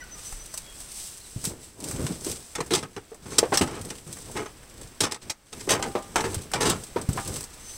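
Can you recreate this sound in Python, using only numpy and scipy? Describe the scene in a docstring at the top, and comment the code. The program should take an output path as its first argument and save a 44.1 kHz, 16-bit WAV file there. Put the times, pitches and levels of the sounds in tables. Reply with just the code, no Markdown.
"""A walk through wet grass and junk

Someone with a hand-held camera steps through tall wet grass between piles of junk, in light rain.
Shaped noise and random clicks make the rain, swishing blades, dragging soles and ticking stems.
Feet thud and knock hollow things: damped low tones with a noisy clatter. Small birds call in gliding tones.
Fingers tap, rub and squeak on the camera's casing close to the microphone: clicks through its resonances."""
import sys
import numpy as np
from scipy import signal
from scipy.fft import rfft, irfft
from scipy.io import wavfile
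from scipy.ndimage import uniform_filter1d

SR = 44100
rng = np.random.default_rng(int(sys.argv[2]) if len(sys.argv) > 2 else 0)


def persist_wave(psi):
    """Save psi, clipped to +-1, as 16-bit WAV."""
    counts = np.round(np.clip(psi, -1, 1) * 32767).astype(np.int16)
    wavfile.write(sys.argv[1], SR, np.atleast_2d(counts).T)


N = 342657
TIME = np.arange(N) / SR  # s
HZ = np.fft.rfftfreq(4096, 1 / SR)  # the frequencies at which spectra are drawn

# Tone of the casing's body, also of a dull snap. Each row: frequency in Hz, level in dB.
BODY_TONE = [(300, -8), (620, -2.5), (1000, 0.5), (1900, -4.5), (3000, -10), (6000, -57)]
# Tone of blades and wet leaves. Each row: frequency in Hz, level in dB.
BLADE_TONE = [(300, -16), (1500, -14.5), (3500, -5), (6000, -1.5), (8500, 2), (11000, -3.5), (16000, -8.5)]


def amp(db):
    """Turns decibels into a gain."""
    return 10 ** (np.asarray(db) / 20)


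def evened(x):
    """Scales a sound to an average strength (rms) of 1."""
    return x / np.sqrt(np.mean(x ** 2) + 1e-20)


def read(points, hz=HZ):
    """Reads a spectrum in dB, joining its points by straight lines on a log frequency axis."""
    f, db = np.transpose(points)
    return np.interp(np.log(hz + 1e-6), np.log(f), db)


def causal(db):
    """Builds a filter with the given gain on HZ that responds as early as it can (minimum phase)."""
    cepstrum = irfft(np.log(amp(db)))
    half = len(cepstrum) // 2
    # folding the second half onto the first moves the energy to the start
    cepstrum[1:half] *= 2
    cepstrum[half + 1:] = 0
    return irfft(np.exp(rfft(cepstrum)))


def colour(x, db):
    """Gives white sound a spectrum and keeps its power."""
    taps = causal(db)
    return signal.oaconvolve(x, taps / np.linalg.norm(taps))[:len(x)]


def add(mix, s, sound):
    """Mixes a sound in at s seconds."""
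    part = mix[max(round(s * SR), 0):][:len(sound)]
    part += sound[:len(part)]


def drift(per_s):
    """A random wandering curve of rms 1, with per_s new values a second."""
    knots = np.arange(0, TIME[-1] + 1, 1 / per_s)
    return evened(np.interp(TIME, knots, rng.standard_normal(len(knots))))


def grains(per_s, spread_db):
    """Random clicks of rms 1; the further spread_db is from 0, the more their sizes differ."""
    size_db = spread_db * np.minimum(rng.exponential(1, N), 4.5)
    size = amp(size_db) * rng.choice([-1, 1], N)
    happens = rng.random(N) < per_s / SR
    return evened(size * happens)


def stroke(rise, hold, t60):
    """Power of one contact: it builds, holds until hold seconds, then falls by 60 dB in t60 seconds."""
    t = np.arange(SR // 2) / SR
    build = np.minimum(t / rise, 1)
    fall = amp(-60 * np.maximum(t - hold, 0) / max(t60, .01))
    return (build * fall) ** 2


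def spattered(clicks, t60=0.078):
    """Each click shakes a wet leaf and turns into a short burst of fizz."""
    power = signal.oaconvolve(clicks ** 2, stroke(0.00019, 0, t60))[:N]
    return evened(rng.standard_normal(N) * np.sqrt(np.maximum(power, 0)))


def swells(rows, shape, lag, idle_db):
    """Strength of a repeated movement: each one builds to its crest and falls away; their powers add."""
    power = amp(idle_db) ** 2
    for crest, width, db in rows:
        # lag stretches the fall and shortens the rise by the same factor
        away = abs(TIME - crest) / (width * np.where(TIME > crest, lag, 1 / lag))
        # shape 2 is a round bell, shape 1 a pointed crest with long skirts
        power = power + (amp(db) * np.exp(-away ** shape)) ** 2
    return np.sqrt(power)


def rain(wash_db=4, drops_db=-11):
    """A smooth far wash of noise, with fine drops pattering on leaves as bursts of fizz."""
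    # How the far rain comes and goes. Each row: time in seconds, level in dB before wash_db is added.
    wash_level = [(0, -49.5), (.7, -50.5), (1.3, -55), (4.6, -53), (7.77, -49.5)]
    # Tone of the far rain. Each row: frequency in Hz, level in dB.
    wash_tone = [(20, 15), (45, 19.5), (100, 8), (300, 4), (700, 1.5), (2000, -1.5), (5000, -6.5),
                 (9000, -12), (16000, -9)]
    level = amp(np.interp(TIME, *np.transpose(wash_level)) + wash_db)
    wash = colour(level * rng.standard_normal(N), read(wash_tone))
    drops = spattered(grains(per_s=79, spread_db=4.5))
    return wash + amp(drops_db) * colour(level * drops, read(BLADE_TONE))


def birds(echo_db=-7, echo_t60=0.6, waver=0.006):
    """Thin gliding whistles that waver slightly, scattered by the yard into a fading noisy echo."""
    # Bird notes. Each row: start in seconds, length in seconds, first and last pitch in Hz
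    # around which the note wavers, level in dB.
    notes = [(0, .028, 2050, 1850, -43), (0, .04, 5900, 5950, -50), (.012, .034, 1560, 1420, -44),
             (.015, .03, 3000, 2930, -55), (.1, .07, 6130, 5930, -45), (.14, .06, 1300, 1120, -54),
             (.24, .06, 6130, 6000, -44), (.38, .07, 6080, 5850, -48), (.5, .1, 6050, 5900, -53),
             (.61, .17, 3370, 3240, -55), (1.205, .022, 3800, 4600, -52), (1.225, .05, 4600, 3450, -54),
             (7.56, .3, 6170, 6060, -50)]
    out = np.zeros(N)
    for s, length, first_hz, last_hz, db in notes:
        hz = np.linspace(first_hz, last_hz, int(length * SR))
        hz = hz * (1 + waver * drift(per_s=267)[:len(hz)])
        whistle = np.sin(2 * np.pi * np.cumsum(hz) / SR)
        add(out, s, amp(db) * np.hanning(len(hz)) * 2 * whistle)
    echo = rng.standard_normal(SR // 2) * np.sqrt(stroke(0.014, 0, echo_t60))
    return out + amp(echo_db) * signal.oaconvolve(out, echo / np.linalg.norm(echo))[:N]


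def grass(crackle_db=-6, stems_db=-5, stems_per_s=30):
    """Blades brush the legs in countless tiny slips; underfoot the turf gives in soft lumps and stems crack."""
    # Blades sweeping along a leg or shoe. Each row: crest in seconds, half width in seconds, level in dB.
    sweeps = [(.27, 0.12, -41.5), (.54, 0.16, -46.5), (.8, 0.071, -43.5), (1.0, 0.15, -38),
              (1.33, 0.15, -45.5), (1.46, 0.039, -33.5), (1.64, 0.056, -46.5), (1.9, 0.059, -39),
              (2.04, 0.22, -42), (2.29, 0.07, -35), (2.47, 0.37, -50), (3.33, 0.066, -44.5),
              (3.56, 0.09, -41.5), (3.9, 0.15, -48.5), (4.17, 0.2, -46), (4.36, 0.075, -46.5),
              (4.82, 0.062, -51.5), (5.63, 0.15, -47), (5.9, .09, -49), (6.26, .13, -43.5),
              (6.79, 0.12, -45), (7.19, 0.11, -40), (7.35, 0.064, -35.5), (7.74, 0.2, -44)]
    # Weight rolling onto a foot. Each row: crest in seconds, half width in seconds, level in dB.
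    footfalls = [(1.49, 0.063, -36.5), (1.88, 0.052, -38), (2.04, 0.12, -29.5), (2.31, 0.061, -35),
                 (2.77, 0.13, -39.5), (3.31, 0.1, -43), (3.68, 0.22, -35), (4.12, 0.15, -44.5),
                 (4.33, 0.14, -40), (4.82, 0.097, -44.5), (5.27, 0.064, -43.5), (5.58, 0.061, -41),
                 (5.78, 0.12, -36), (6.3, 0.2, -37), (6.69, 0.089, -29), (7.02, 0.058, -35.5),
                 (7.18, 0.042, -31), (7.32, 0.065, -31)]
    # Tone of the tread underfoot. Each row: frequency in Hz, level in dB.
    tread_tone = [(25, -13), (60, -6), (110, -1.5), (220, -7.5), (450, -9), (700, -20), (1500, -26.5),
                  (4000, -39.5), (10000, -44)]
    # Tone of cracking stems. Each row: frequency in Hz, level in dB.
    stem_tone = [(500, -13), (1500, -5.5), (3200, -1.5), (6000, -3), (9000, -1.5), (16000, -17)]
    # the idle level keeps the grass stirring even between strides
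    speed = swells(sweeps, shape=1.3, lag=1.12, idle_db=-59)
    weight = swells(footfalls, shape=1.16, lag=0.97, idle_db=-58)
    brush = rng.standard_normal(N) * amp(1.0 * drift(per_s=37))
    crackle = amp(crackle_db) * grains(per_s=1400, spread_db=4.5) * amp(3.45 * drift(per_s=98))
    lumps = evened(grains(per_s=2000, spread_db=1.8) * amp(1.8 * drift(per_s=50)))
    # stems crack most where the leg both moves and bears down
    cracks = spattered(grains(per_s=stems_per_s, spread_db=3.5))
    stems = amp(stems_db) * np.sqrt(speed * weight) * cracks
    blades = colour(speed * (brush + crackle), read(BLADE_TONE))
    tread = colour(weight * lumps, read(tread_tone))
    return blades + tread + colour(stems, read(stem_tone))


def port_opening(close_s=0.055, open_s=0.004):
    """Gain of the yard at the microphone: a finger settles over the port and lifts off quickly."""
    # A finger shading the port. 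Each row: start in seconds, start of lift-off in seconds, level change in dB.
    covers = [(1.69, 1.782, -4), (2.79, 3.22, -3), (3.988, 4.065, -4), (5.058, 5.224, -7.5),
              (5.29, 5.52, -9)]
    db = 0
    for start, end, depth_db in covers:
        settling = np.clip((TIME - start) / close_s, 0, 1)
        lifting = np.clip((end - TIME) / open_s + 1, 0, 1)
        db = db + depth_db * settling * lifting
    return amp(db)


def scuffs():
    """A sole drags through wet turf: a soft dull swell of uneven clicks."""
    # Soles dragging. Each row: crest in seconds, half width in seconds, level in dB.
    drags = [(1.55, .07, -46), (1.83, 0.054, -42), (4.3, 0.014, -39), (4.815, 0.025, -47)]
    # Tone of the turf. Each row: frequency in Hz, level in dB.
    turf_tone = [(100, -16), (250, 6), (550, -1.5), (1000, -7.5), (1600, -28), (4000, -44)]
    drag = sum(amp(db) * np.exp(-((TIME - crest) / width) ** 2) for crest, width, db in drags)
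    return colour(drag * grains(per_s=3200, spread_db=5.0), read(turf_tone))


def ticks(crest_db=9, t60=0.058, hold=0.00046):
    """A wet stem snaps or a drop lands: a short bright spatter with a duller snap inside."""
    # The clearest stems and drops nearby. Each row: start in seconds, level in dB before crest_db
    # is taken off, level of the dull snap in dB relative to the bright spatter.
    snaps = [(.0388, -36, -21), (0.3237, -27, -0.5), (.4584, -28, -20), (0.54, -19.5, -9),
             (0.575, -15.5, -36), (.8028, -25.5, -13), (1.441, -17.5, -6.5), (1.451, -11, -29),
             (1.8018, -27, -15), (1.8403, -18.5, -27), (1.9109, -20, -3), (2.065, -24, 2),
             (2.2458, -18.5, -11), (2.314, -15.5, -26), (2.6623, -29, -7), (3.1444, -32.5, -5),
             (3.813, -23, -27), (3.849, -25, -21), (4.0744, -34, -6), (4.127, -22, -31),
             (4.1685, -30.5, -0.5), (4.186, -28, -8), (4.2244, -39, -16), (4.314, -27, -13),
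             (4.631, -39.5, 4.5), (4.813, -29, -24), (6.32, -28, -3), (6.3438, -14, -12),
             (6.4176, -26, -20), (6.5153, -23, -3), (6.6977, -7.5, -15), (6.836, -23, -23),
             (7.014, -23, -27), (7.09, -24, -3), (7.13, -20, -25), (7.2757, -17, -18), (7.3644, -20, -7),
             (7.407, -22, -6), (7.439, -21.5, -16)]
    bright, dull = np.zeros((2, N))
    for s, db, snap_db in snaps:
        power = amp(db - crest_db) ** 2 * stroke(0.001, hold, t60)
        add(bright, s, power)
        add(dull, s, power * amp(snap_db) ** 2)
    spatter = grains(per_s=14000, spread_db=-0.5)
    bright_part = colour(spatter * np.sqrt(bright), read(BLADE_TONE))
    dull_part = colour(spatter * np.sqrt(dull), read(BODY_TONE) / 2)
    return bright_part + dull_part


def knocks(rise=0.0027, clatter_t60=0.16, clatter_rise=0.001, thud_clatter_db=-13.5):
    """A damped low push and a clatter around its pitch; after a bump, loose junk rings on."""
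    # Hollow junk being bumped. Each row: start in seconds, level of the push in dB, pitch in Hz,
    # time for the push to fall 60 dB in seconds, clatter level in dB, gain of the junk's ring in dB.
    bumps = [(2.266, -13, 375, .025, -30.5, -59), (3.117, -29, 447, .074, -41, -68),
             (3.429, 4, 476, 0.015, -20, -56), (3.521, -11, 404, .047, -18.5, -37.5),
             (3.526, -10, 977, .043, -20, -52), (3.609, -12, 259, 0.095, -16.5, -46),
             (5.674, -15.5, 374, 0.025, -28.5, -57), (5.794, -23, 430, 0.046, -26.5, -42),
             (5.862, -31, 230, 0.068, -26.5, -46), (5.952, -17, 505, 0.029, -19, -41.5),
             (6.960, -10.5, 368, 0.035, -21.5, -53.5), (6.965, -22.5, 954, .1, -29.5, -59),
             (7.175, -25, 997, .06, -25.5, -42.5)]
    # Heels landing on the turf. Each row: start in seconds, level of the push in dB, pitch in Hz,
    # time for the push to fall 60 dB in seconds.
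    thuds = [(0.325, -31, 33, 0.5), (1.361, -19, 110, 0.049), (1.472, -21, 168, 0.041),
             (2.041, -15, 151, 0.071), (2.105, -14, 193, 0.024), (3.615, -19.5, 85.5, 0.16),
             (3.803, -31, 90, .11), (4.066, -28, 152, .06), (4.093, -23.5, 117, 0.069),
             (6.289, -25, 97, 0.2), (6.367, -20.5, 91.5, .097), (7.088, -6.5, 99, 0.044)]
    # Ringing tones of the loose junk. Each row: frequency in Hz, relative level in dB,
    # time to fall 60 dB in seconds.
    junk_modes = [(227, -11.5, 0.3), (556, -18, 0.13), (794, 10.5, 0.33), (1035, -1.5, 0.36),
                  (1200, 3, 0.5), (2180, -2, 0.05)]
    # Tone of the clatter. Each row: multiple of the knock's pitch, level in dB.
    clatter_tone = [(.1, -21), (.5, -5), (1, 1.5), (1.6, -4), (3, -14.5), (6, -23), (20, -37.5)]
    t, out = np.arange(SR // 2) / SR, np.zeros(N)

    def blow(db, hz, t60, clatter_db):
        """The push and clatter of one impact."""
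        push = amp(db - 60 * t / t60) * np.sin(2 * np.pi * hz * t) * np.minimum(t / rise, 1)
        rattle = rng.standard_normal(len(t)) * np.sqrt(stroke(clatter_rise, 0, clatter_t60))
        return push + amp(clatter_db) * colour(rattle, read(clatter_tone, HZ / hz))

    ring = sum(amp(mode_db - 60 * t / decay) * np.sin(2 * np.pi * f * t) for f, mode_db, decay in junk_modes)
    for s, db, hz, t60, clatter_db, ring_db in bumps:
        add(out, s, blow(db, hz, t60, clatter_db) + amp(ring_db) * ring)
    for s, db, hz, t60 in thuds:
        add(out, s, blow(db, hz, t60, db + thud_clatter_db))
    return out


def squeak(s=2.713, length=0.031, slip_hz=375, jitter=0.073, db=-25, t60=0.035):
    """Wet skin catches and slips at a nearly regular rate: a short buzzing squeak."""
    # Tone of the squeak. Each row: frequency in Hz, level in dB.
    squeak_tone = [(200, -19), (370, 6), (800, -13), (3500, -18), (4000, -2), (4500, -25), (10000, -31)]
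    turns = np.cumsum(slip_hz * (1 + jitter * drift(per_s=77))) / SR
    slips = evened(np.diff(np.floor(turns)))  # one click per whole turn
    force, out = amp(db) * np.sqrt(stroke(0.0022, length, t60)), np.zeros(N)
    add(out, s, colour(force * (slips - slips.mean())[:len(force)], read(squeak_tone)))
    return out


def contact(slips, s, levels_db, rise, hold, t60, linger=(.88, 1.6, 1.8), ripple_db=3.5,
            ripple_above_hz=600, brighten=0.17, soft_db=-28):
    """One touch in three registers: crack, body and hollow; the low ones ring longest."""
    # Casing resonances. Each row: frequency in Hz, width in Hz, boost or cut in dB.
    resonances = [(397, 230, 1.5), (648, 39, 5), (854, 66, 7), (1268, 29, 6), (2090, 28, 3.5),
                  (2720, 26, 3.5), (3540, 13, 3.5), (3830, 45, 2), (4300, 71, -6.5), (4800, 32, -9),
                  (5040, 47, -3), (6060, 21, -13), (6540, 43, 3.5), (7040, 60, -9), (7800, 40, -11.5)]
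    # Tone of the sharp crack. Each row: frequency in Hz, level in dB.
    crack_tone = [(900, -34.5), (2000, -2.5), (4500, 1.5), (6500, 1), (9300, -3), (10800, -10),
                  (16000, -16.5)]
    # Tone of the casing's hollow. Each row: frequency in Hz, level in dB.
    hollow_tone = [(30, -39.5), (90, 1), (200, 1), (460, 5.5), (650, -19.5), (1500, -37)]
    casing_db = sum(db / (1 + (2 * (HZ - hz) / width) ** 2) for hz, width, db in resonances)
    # each spot on the shell favours its own narrow modes
    spot = rng.standard_normal(len(HZ))
    spot = evened(uniform_filter1d(uniform_filter1d(spot, size=9), size=5))
    spot_db = ripple_db * spot * HZ / (HZ + ripple_above_hz)
    sound = 0
    for slip, spectrum, db, longer in zip(slips, [crack_tone, BODY_TONE, hollow_tone], levels_db, linger):
        force = amp(db) * np.sqrt(stroke(rise, hold, t60 * longer))
        sharp_db = brighten * (db - soft_db) * np.log2(1 + (HZ / 9000) ** 2)  # harder touches are brighter
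        tone_db = read(spectrum) + casing_db + spot_db + sharp_db
        sound = sound + colour(force * slip[round(s * SR):][:len(force)], tone_db)
    return sound


def fingers(crest_db=10.5, tap_rise=0.00032, tap_hold=0.0033, tap_t60=0.07, rub_rise=0.0069, rub_t60=.12,
            tap_grip_db=2.0, rub_grip_db=1.5):
    """Skin sticks and slips on the casing: dense slips in a tap, sparser ones of mixed sizes in a rub."""
    # Finger taps. Each row: start in seconds, level of the crack in dB before crest_db is taken off,
    # level of the body in dB, level of the hollow in dB.
    taps = [(2.552, -16, -31.5, -35.5), (2.583, -33, -35.5, -27.5), (2.604, -21, -29.5, -30.5),
            (2.707, -17.5, -30, -22), (2.7348, -8, -25.5, -26), (2.7504, -7.5, -29, -47),
            (2.8268, -24.5, -33.5, -34), (2.9639, -28.5, -33, -31), (3.383, -2, -27, -22),
            (3.5731, -3, -29, -48), (3.612, -11.5, -21.5, -23.5), (3.674, -24.5, -32.5, -37),
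            (3.903, -22, -36.5, -33), (4.365, -19, -25, -33.5), (4.458, -30, -36.5, -43),
            (5.0047, -3.5, -28, -24), (5.111, -22.5, -45, -45), (5.12, -19.5, -37, -40),
            (5.1442, -22.5, -40, -55), (5.2972, -11, -34.5, -45.5), (5.528, -25.5, -42, -42),
            (5.6053, -27, -50, -51), (5.8252, -13, -24, -37), (6.1578, -12.5, -16.5, -35),
            (6.204, -18, -32, -34), (6.5351, -11, -21.5, -37)]
    # Fingers sliding. Each row: start in seconds, length in seconds, then the levels of crackle,
    # body and hollow in dB.
    rubs = [(2.712, 0.076, -34, -38.5, -32.5), (3.253, .014, -51, -45, -38), (3.311, 0.11, -42, -44, -38.5),
            (3.535, 0.0087, -20.5, -32, -49), (3.686, 0.093, -48, -40, -38.5),
            (4.349, 0.064, -46, -36, -33), (5.006, .003, -17, -27.5, -22), (5.032, 0.01, -23, -25.5, -35),
            (5.212, 0.013, -47.5, -60, -55), (5.688, 0.034, -19, -21, -29),
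            (5.721, 0.031, -36.5, -32, -32.5), (5.828, 0.021, -42, -36, -34),
            (6.156, 0.026, -29.5, -22.5, -26.5), (6.237, 0.018, -34.5, -29.5, -27),
            (6.326, 0.032, -41.5, -46, -42), (6.544, 0.02, -35, -27.5, -28.5),
            (6.602, 0.031, -24.5, -26, -29.5), (6.65, 0.067, -26, -27, -27.5)]
    grip = drift(per_s=220)  # the skin catches and lets go many times a second
    dense = [evened(grains(per_s=12000, spread_db=0.5) * amp(tap_grip_db * grip)) for _ in range(3)]
    coarse = [evened(grains(per_s=4000, spread_db=1.04) * amp(rub_grip_db * grip)) for _ in range(3)]
    out = np.zeros(N)
    for s, peak_db, body_db, hollow_db in taps:
        levels_db = [peak_db - crest_db, body_db, hollow_db]
        add(out, s, contact(dense, s, levels_db, tap_rise, tap_hold, tap_t60))
    for s, length, *levels_db in rubs:
        add(out, s, contact(coarse, s, levels_db, rub_rise, length, rub_t60))
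    return out


def scene():
    """All the sounds of the yard at one microphone; the finger over its port shades only some of them."""
    yard = port_opening() * (rain() + birds() + grass())
    return (yard + scuffs() + ticks() + knocks() + squeak() + fingers())[None]


def record(dry, edge_hz=15850):
    """The microphone port colours the treble; then everything above edge_hz is cut off."""
    # Colour of the microphone port. Each row: frequency in Hz, gain in dB.
    port_tone = [(4600, -2), (5250, 0), (5700, -1.5), (6250, 1), (6800, -6.5), (7400, 0), (8000, 3.5),
                 (9500, -2.5), (11000, -6), (13000, -6.5)]
    heard = signal.oaconvolve(dry, causal(read(port_tone))[None])[:, :N]
    lowpass = signal.firwin(511, edge_hz, window=("kaiser", 9), fs=SR)
    return signal.oaconvolve(heard, lowpass[None], "same")


dry = scene()
out = record(dry)
persist_wave(out)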